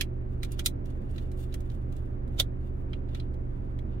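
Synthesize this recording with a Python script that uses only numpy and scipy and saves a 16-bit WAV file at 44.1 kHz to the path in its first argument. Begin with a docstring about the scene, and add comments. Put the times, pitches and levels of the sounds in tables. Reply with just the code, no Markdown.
"""Plastic gadget in an idling car

Two hands fiddle with a small hard plastic gadget: its parts tap together, fingers rub over the
shell and a catch snaps twice. Each blow rings the shell; the small cabin adds a very short echo.
Underneath, the four-cylinder engine throbs over a low rumble and faint road noise."""
import sys
import numpy as np
from scipy import signal
from scipy.fft import rfft, irfft
from scipy.io import wavfile

SR = 44100
rng = np.random.default_rng(int(sys.argv[2]) if len(sys.argv) > 2 else 0)


def master(y):
    """Save y as 16-bit WAV."""
    cut = np.clip(np.atleast_2d(y).T, -1, 1)
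    pcm = np.round(cut * 32767)  # scale
    wavfile.write(sys.argv[1], SR, pcm.astype(np.int16))


N = 176400

# engine throb: (multiple of the firing rate, level re ENGINE_DB [dB], pan left [dB])
ENGINE_ORDERS = [(1, -2, -7), (2, -18, -0.5), (3, -3.5, -0.5), (5, -4.5, -.5)]
# belt drive and fans: (pitch [Hz], level [dB], pan left [dB])
BELT_FAN_HUMS = [(31.3, -51, -2), (46.1, -43.5, -1), (278, -57, -11), (351.7, -63, 4.5), (369, -55, 7)]
# tone of the rumble and road noise: (frequency [Hz], relative level [dB])
RUMBLE_EQ = [(15, -15), (35, -11), (62, -2), (105, -3.5), (145, -10), (220, -10.5), (330, -14), (430, -20),
             (600, -18.5), (800, -26.5), (1100, -32.5), (1600, -37), (2400, -45.5), (3500, -57.5),
             (5500, -66), (9000, -71), (15500, -70.5)]
# stereo width of the rumble: (frequency [Hz], side over mid [dB])
RUMBLE_WIDTH = [(60, -14), (120, -12), (220, -12), (380, -5), (650, 11), (1300, 4.5), (2400, 1.5),
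                (6000, -0.5)]
# light contacts: (time [s], level [dB], body [dB], treble [dB], pitch of the struck part [Hz])
PART_TAPS = [(0.0100, 1.5, -3, -4.5, 2844), (0.4318, -15.5, 7, 0, 3670), (0.4470, -23.5, 5, -0.5, 3780),
             (0.5190, -31, -8, 14, 9700), (0.5930, -10.5, 6.5, -0.5, 3300), (0.857, -41, -6, 8, 5500),
             (0.903, -45, -4, 10, 3500), (1.110, -45, 7, 8, 8500), (1.161, -34.5, 15, -2, 3960),
             (1.181, -17.5, -5, -19, 3840), (1.316, -38.5, 8, 9, 3900), (1.388, -39, 2, -1, 3500),
             (1.525, -27.5, -13, -11, 3730), (1.5410, -23.5, 14, 6.5, 3230), (1.605, -37.5, -4, 6.5, 3600),
             (1.7, -25, -24, -15, 3730), (1.717, -36.5, -9, -2, 3500), (1.924, -38.5, -7, 5, 3500),
             (1.965, -40.5, 2, 5, 7700), (2.277, -47.5, -10, 6, 3540), (2.343, -48.5, -6.5, 0, 3600),
             (2.9320, -16, 0, -26.5, 2910), (3.089, -34.5, -4, -16, 3600), (3.148, -18.5, 0.5, -10.5, 3600),
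             (3.1990, -16.5, -20, -22, 4150), (3.340, -40.5, -5, -1, 3200), (3.789, -33, 12, -5.5, 3390)]
# tone of a hard contact: (frequency [Hz], gain [dB])
CONTACT_EQ = [(200, -33.5), (560, -16), (760, -19.5), (1060, -23), (1320, -16), (1580, -14.5), (1950, -3.5),
              (2700, -6), (3500, -5), (4400, -6), (7000, -8.5), (10000, -11.5), (14000, -16.5),
              (16000, -17.5)]
# resonances of the shell: (frequency [Hz], width [Hz], boost [dB])
SHELL_MODES = [(1346, 270, 10.5), (2100, 200, 2.5), (2373, 150, 6), (3260, 130, 5.5), (3590, 31, 0),
               (4010, 100, 8.5), (4960, 40, -4), (5154, 130, 3), (6250, 100, 7.5), (8600, 610, 4),
               (9750, 67, 6.5), (13300, 1200, 7.5)]
# fingers on the shell: (centre time [s], length [s], level [dB], treble [dB])
FINGER_STROKES = [(0.326, 0.053, -73, -1.5), (0.4, 0.034, -77, 1), (0.48, 0.03, -69, -6.5),
                  (0.526, .02, -58, -2.5), (0.573, 0.036, -62, -5), (0.865, 0.018, -68, -3.5),
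                  (0.916, 0.06, -69.5, -3), (1.17, 0.19, -67.5, -2.5), (1.401, 0.053, -62.5, 5),
                  (1.557, 0.13, -70, -1.5), (1.73, 0.13, -72.5, 0.5), (1.958, 0.076, -68, -1.5),
                  (2.069, 0.087, -77.5, -0.5), (2.365, 0.073, -73, 1.5), (2.658, 0.066, -74, -2.5),
                  (2.79, 0.051, -83.5, 7), (2.942, 0.058, -69.5, -8), (3.165, 0.088, -63.5, -8.5),
                  (3.599, 0.26, -78, -3.5), (3.938, 0.062, -68, -17)]
# tone of skin on plastic: (frequency [Hz], relative level [dB])
FRICTION_EQ = [(500, -20.5), (1800, -2), (3500, 1.5), (5500, -10), (8800, -5), (11000, -9.5), (14000, -9.5),
               (16000, -9.5)]
# the catch: (time [s], level [dB], body [dB], treble [dB], pitch [Hz], ring [dB], rebound delay [s],
# rebound [dB], slide-in [dB], hollow knock [dB], pan left [dB])
CATCH_SNAPS = [(0.66, 0.5, -9.5, 6, 3650, 9.5, .003, -7.5, -16.5, -41.5, -2.5),
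               (2.3990, -1, -0.5, 2.5, 3570, 14, .0036, -15, -5.5, -16.5, -4.5)]
# hollow knock of the casing: (frequency [Hz], relative level [dB], 60 dB decay time [s])
CASING_MODES = [(578, 0.5, 0.023), (733.3, 0.5, 0.025), (1100, -6.5, 0.017), (1325, -5.5, .03)]

FIRING_HZ, ENGINE_DB = 23.85, -35.5
RUMBLE_DB, RUMBLE_PAN_DB = -39.5, -2.5
EARLY_DB, EARLY_T60_S, LATE_DB, LATE_T60_S = 6.5, .024, 3.5, .066
ECHO_BUILD_S, LEFT_LAG_S = .0012, .00022
BODY_HZ, TREBLE_HZ, PART_WIDTH_HZ, TOP_HZ = 2080, 5200, 750, 15800
SLIDE_S, TAP_SLIDE_DB, TAP_RING_DB, HANDS_PAN_DB = .0055, -14.5, 7, -3
RUB_GRAINS_PER_S, RUB_SPREAD_DB, RUB_JERK_DB, RUB_JERK_HZ = 1500, 1, 2.5, 29.94


def undb(db):
    """Decibels to gain."""
    return 10 ** (np.asarray(db) / 20)


def unit(x):
    """Scale to rms 1."""
    return x / np.sqrt(np.mean(x ** 2))


def pan(db):
    """Stereo gains with the left `db` above the right."""
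    return undb(np.array([[db], [-db]]) / 2)


def curve(points, hz):
    """An EQ curve in dB, straight between points on a log-frequency axis."""
    freqs, db = np.array(points, float).T
    return np.interp(np.log(hz + 1), np.log(freqs), db)


def drift(rate_hz):
    """Smooth random modulation with rms 1."""
    rolloff = np.exp(-(np.fft.rfftfreq(N, 1 / SR) / rate_hz) ** 2)
    return unit(irfft(rfft(rng.standard_normal(N)) * rolloff, N))


def add(out, start_s, sound):
    """Mix a sound in, trimming what falls outside the scene."""
    i = int(start_s * SR)
    sound, i = sound[:, max(-i, 0):], max(i, 0)
    out[:, i:i + sound.shape[1]] += sound[:, :N - i]


def engine():
    """The firing throbs at a slightly wandering idle speed while belts and fans hum."""
    firings = np.cumsum(FIRING_HZ * (1 + .0014 * drift(4.5))) / SR
    out = np.zeros((2, N))
    for order, db, pan_db in ENGINE_ORDERS:
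        gain = pan(pan_db) * undb(ENGINE_DB + db + .3 * drift(11))
        out += gain * np.sin(2 * np.pi * (order * firings + rng.random()))
    for hz, db, pan_db in BELT_FAN_HUMS:
        cycles = np.cumsum(hz * (1 + .0015 * drift(4.9))) / SR + rng.random()
        out += pan(pan_db) * undb(db + 1.8 * drift(3.1)) * np.sin(2 * np.pi * cycles)
    return np.sqrt(2) * out


def rumble():
    """Dull body rumble and road noise, narrow in the bass and wide above."""
    hz = np.fft.rfftfreq(N, 1 / SR)
    width = undb(curve(RUMBLE_WIDTH, hz))
    mid, side = rfft(rng.standard_normal((2, N))) * undb(curve(RUMBLE_EQ, hz)) / np.hypot(1, width)
    bed = irfft(np.array([mid + width * side, mid - width * side]), N)
    return unit(bed) * undb(RUMBLE_DB + .4 * drift(2)) * pan(RUMBLE_PAN_DB)


def contact_force(slide_db, size=2048):
    """A short swelling scrape leads into the blow, which lands at the centre."""
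    slide = rng.standard_normal(size) * np.exp((np.arange(size) - size) / SR / SLIDE_S)
    return np.concatenate([undb(slide_db) * slide / np.linalg.norm(slide), signal.unit_impulse(size)])


def shell_crack(body_db, treble_db, part_hz, ring_db, size=4096):
    """A hard contact cracks and briefly rings the struck part and the shell."""
    hz = np.fft.rfftfreq(size, 1 / SR)
    low_shelf = body_db / (1 + (hz / BODY_HZ) ** 4)
    high_shelf = treble_db * (1 - 1 / (1 + (hz / TREBLE_HZ) ** 4))
    db = curve(CONTACT_EQ, hz) + low_shelf + high_shelf
    for mode_hz, width, boost in list(SHELL_MODES) + [(part_hz, PART_WIDTH_HZ, ring_db)]:
        db += boost / (1 + (2 * (hz - mode_hz) / width) ** 2)
    # minimum phase: sharp attack first, ring after
    cepstrum = irfft(np.log(undb(db)))
    cepstrum[1:size // 2] *= 2
    cepstrum[size // 2 + 1:] = 0
    return irfft(np.exp(rfft(cepstrum)))


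def in_cabin(sound, size=4096):
    """Mono to stereo: direct sound, close reflections off glass and dashboard, a short tail."""
    t = np.arange(size) / SR
    build = 1 - np.exp(-t / ECHO_BUILD_S)
    paths = np.zeros((2, size))
    for db, t60 in ((EARLY_DB, EARLY_T60_S), (LATE_DB, LATE_T60_S)):
        echoes = rng.standard_normal((2, size)) * np.exp(-np.log(1000) * t / t60) * build
        paths += undb(db) * echoes / np.linalg.norm(echoes, axis=1, keepdims=True)
    paths[0, int(LEFT_LAG_S * SR)] += 1
    paths[1, 0] += 1
    return signal.fftconvolve(sound[None], paths, axes=1)


def taps():
    """Parts of the gadget graze and knock together."""
    out = np.zeros((2, N))
    for time, db, body_db, treble_db, hz in PART_TAPS:
        force = contact_force(TAP_SLIDE_DB)
        tap = signal.fftconvolve(force, shell_crack(body_db, treble_db, hz, TAP_RING_DB))
        add(out, time - len(force) / 2 / SR, undb(db) * in_cabin(tap))
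    return out * pan(HANDS_PAN_DB)


def rubbing():
    """Skin slips jerkily over plastic in tiny grains; each stroke swells and fades, bright or dull."""
    t = np.arange(N) / SR
    grains = (rng.random(N) < RUB_GRAINS_PER_S / SR) * rng.standard_normal(N)
    grains *= undb(RUB_SPREAD_DB * np.minimum(rng.exponential(size=N), 4))
    tone = undb(curve(FRICTION_EQ, np.fft.rfftfreq(N, 1 / SR)))
    scrape = unit(irfft(rfft(grains) * tone, N)) * undb(RUB_JERK_DB * drift(RUB_JERK_HZ))
    dull = signal.sosfiltfilt(signal.butter(3, TREBLE_HZ, fs=SR, output="sos"), scrape)
    strokes = np.zeros(N)
    for centre, length, db, treble_db in FINGER_STROKES:
        swell = np.exp(-2 * ((t - centre) / length) ** 2)
        strokes += undb(db) * swell * (dull + undb(treble_db) * (scrape - dull))
    return in_cabin(strokes)[:, :N] / 2 * pan(HANDS_PAN_DB)


def casing_knock(size=4096):
    """The hollow casing answers a hard blow with a few low, quickly damped modes."""
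    t = np.arange(size) / SR
    ring = sum(undb(db) * np.cos(2 * np.pi * hz * t) * np.exp(-np.log(1000) * t / t60)
               for hz, db, t60 in CASING_MODES)
    return ring / np.linalg.norm(ring)


def snaps():
    """The catch scrapes up its ramp, snaps home and rebounds; the casing's knock takes its own paths."""
    out = np.zeros((2, N))
    for (time, db, body_db, treble_db, hz, ring_db,
         rebound_s, rebound_db, slide_db, knock_db, pan_db) in CATCH_SNAPS:
        force = contact_force(slide_db)
        force[len(force) // 2 + int(rebound_s * SR)] += undb(rebound_db)
        crack = in_cabin(signal.fftconvolve(force, shell_crack(body_db, treble_db, hz, ring_db)))
        hollow = undb(knock_db) * in_cabin(signal.fftconvolve(force, casing_knock()))
        add(out, time - len(force) / 2 / SR, undb(db) * pan(pan_db) * (crack + hollow))
    return out


def scene():
    """The idling car is the bed, with the handled gadget on top."""
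    return engine() + rumble() + rubbing() + snaps() + taps()


def record(dry):
    """A steep low-pass shaves off the very top."""
    return signal.sosfilt(signal.ellip(10, .2, 80, TOP_HZ, fs=SR, output="sos"), dry)


dry = scene()
out = record(dry)
master(out)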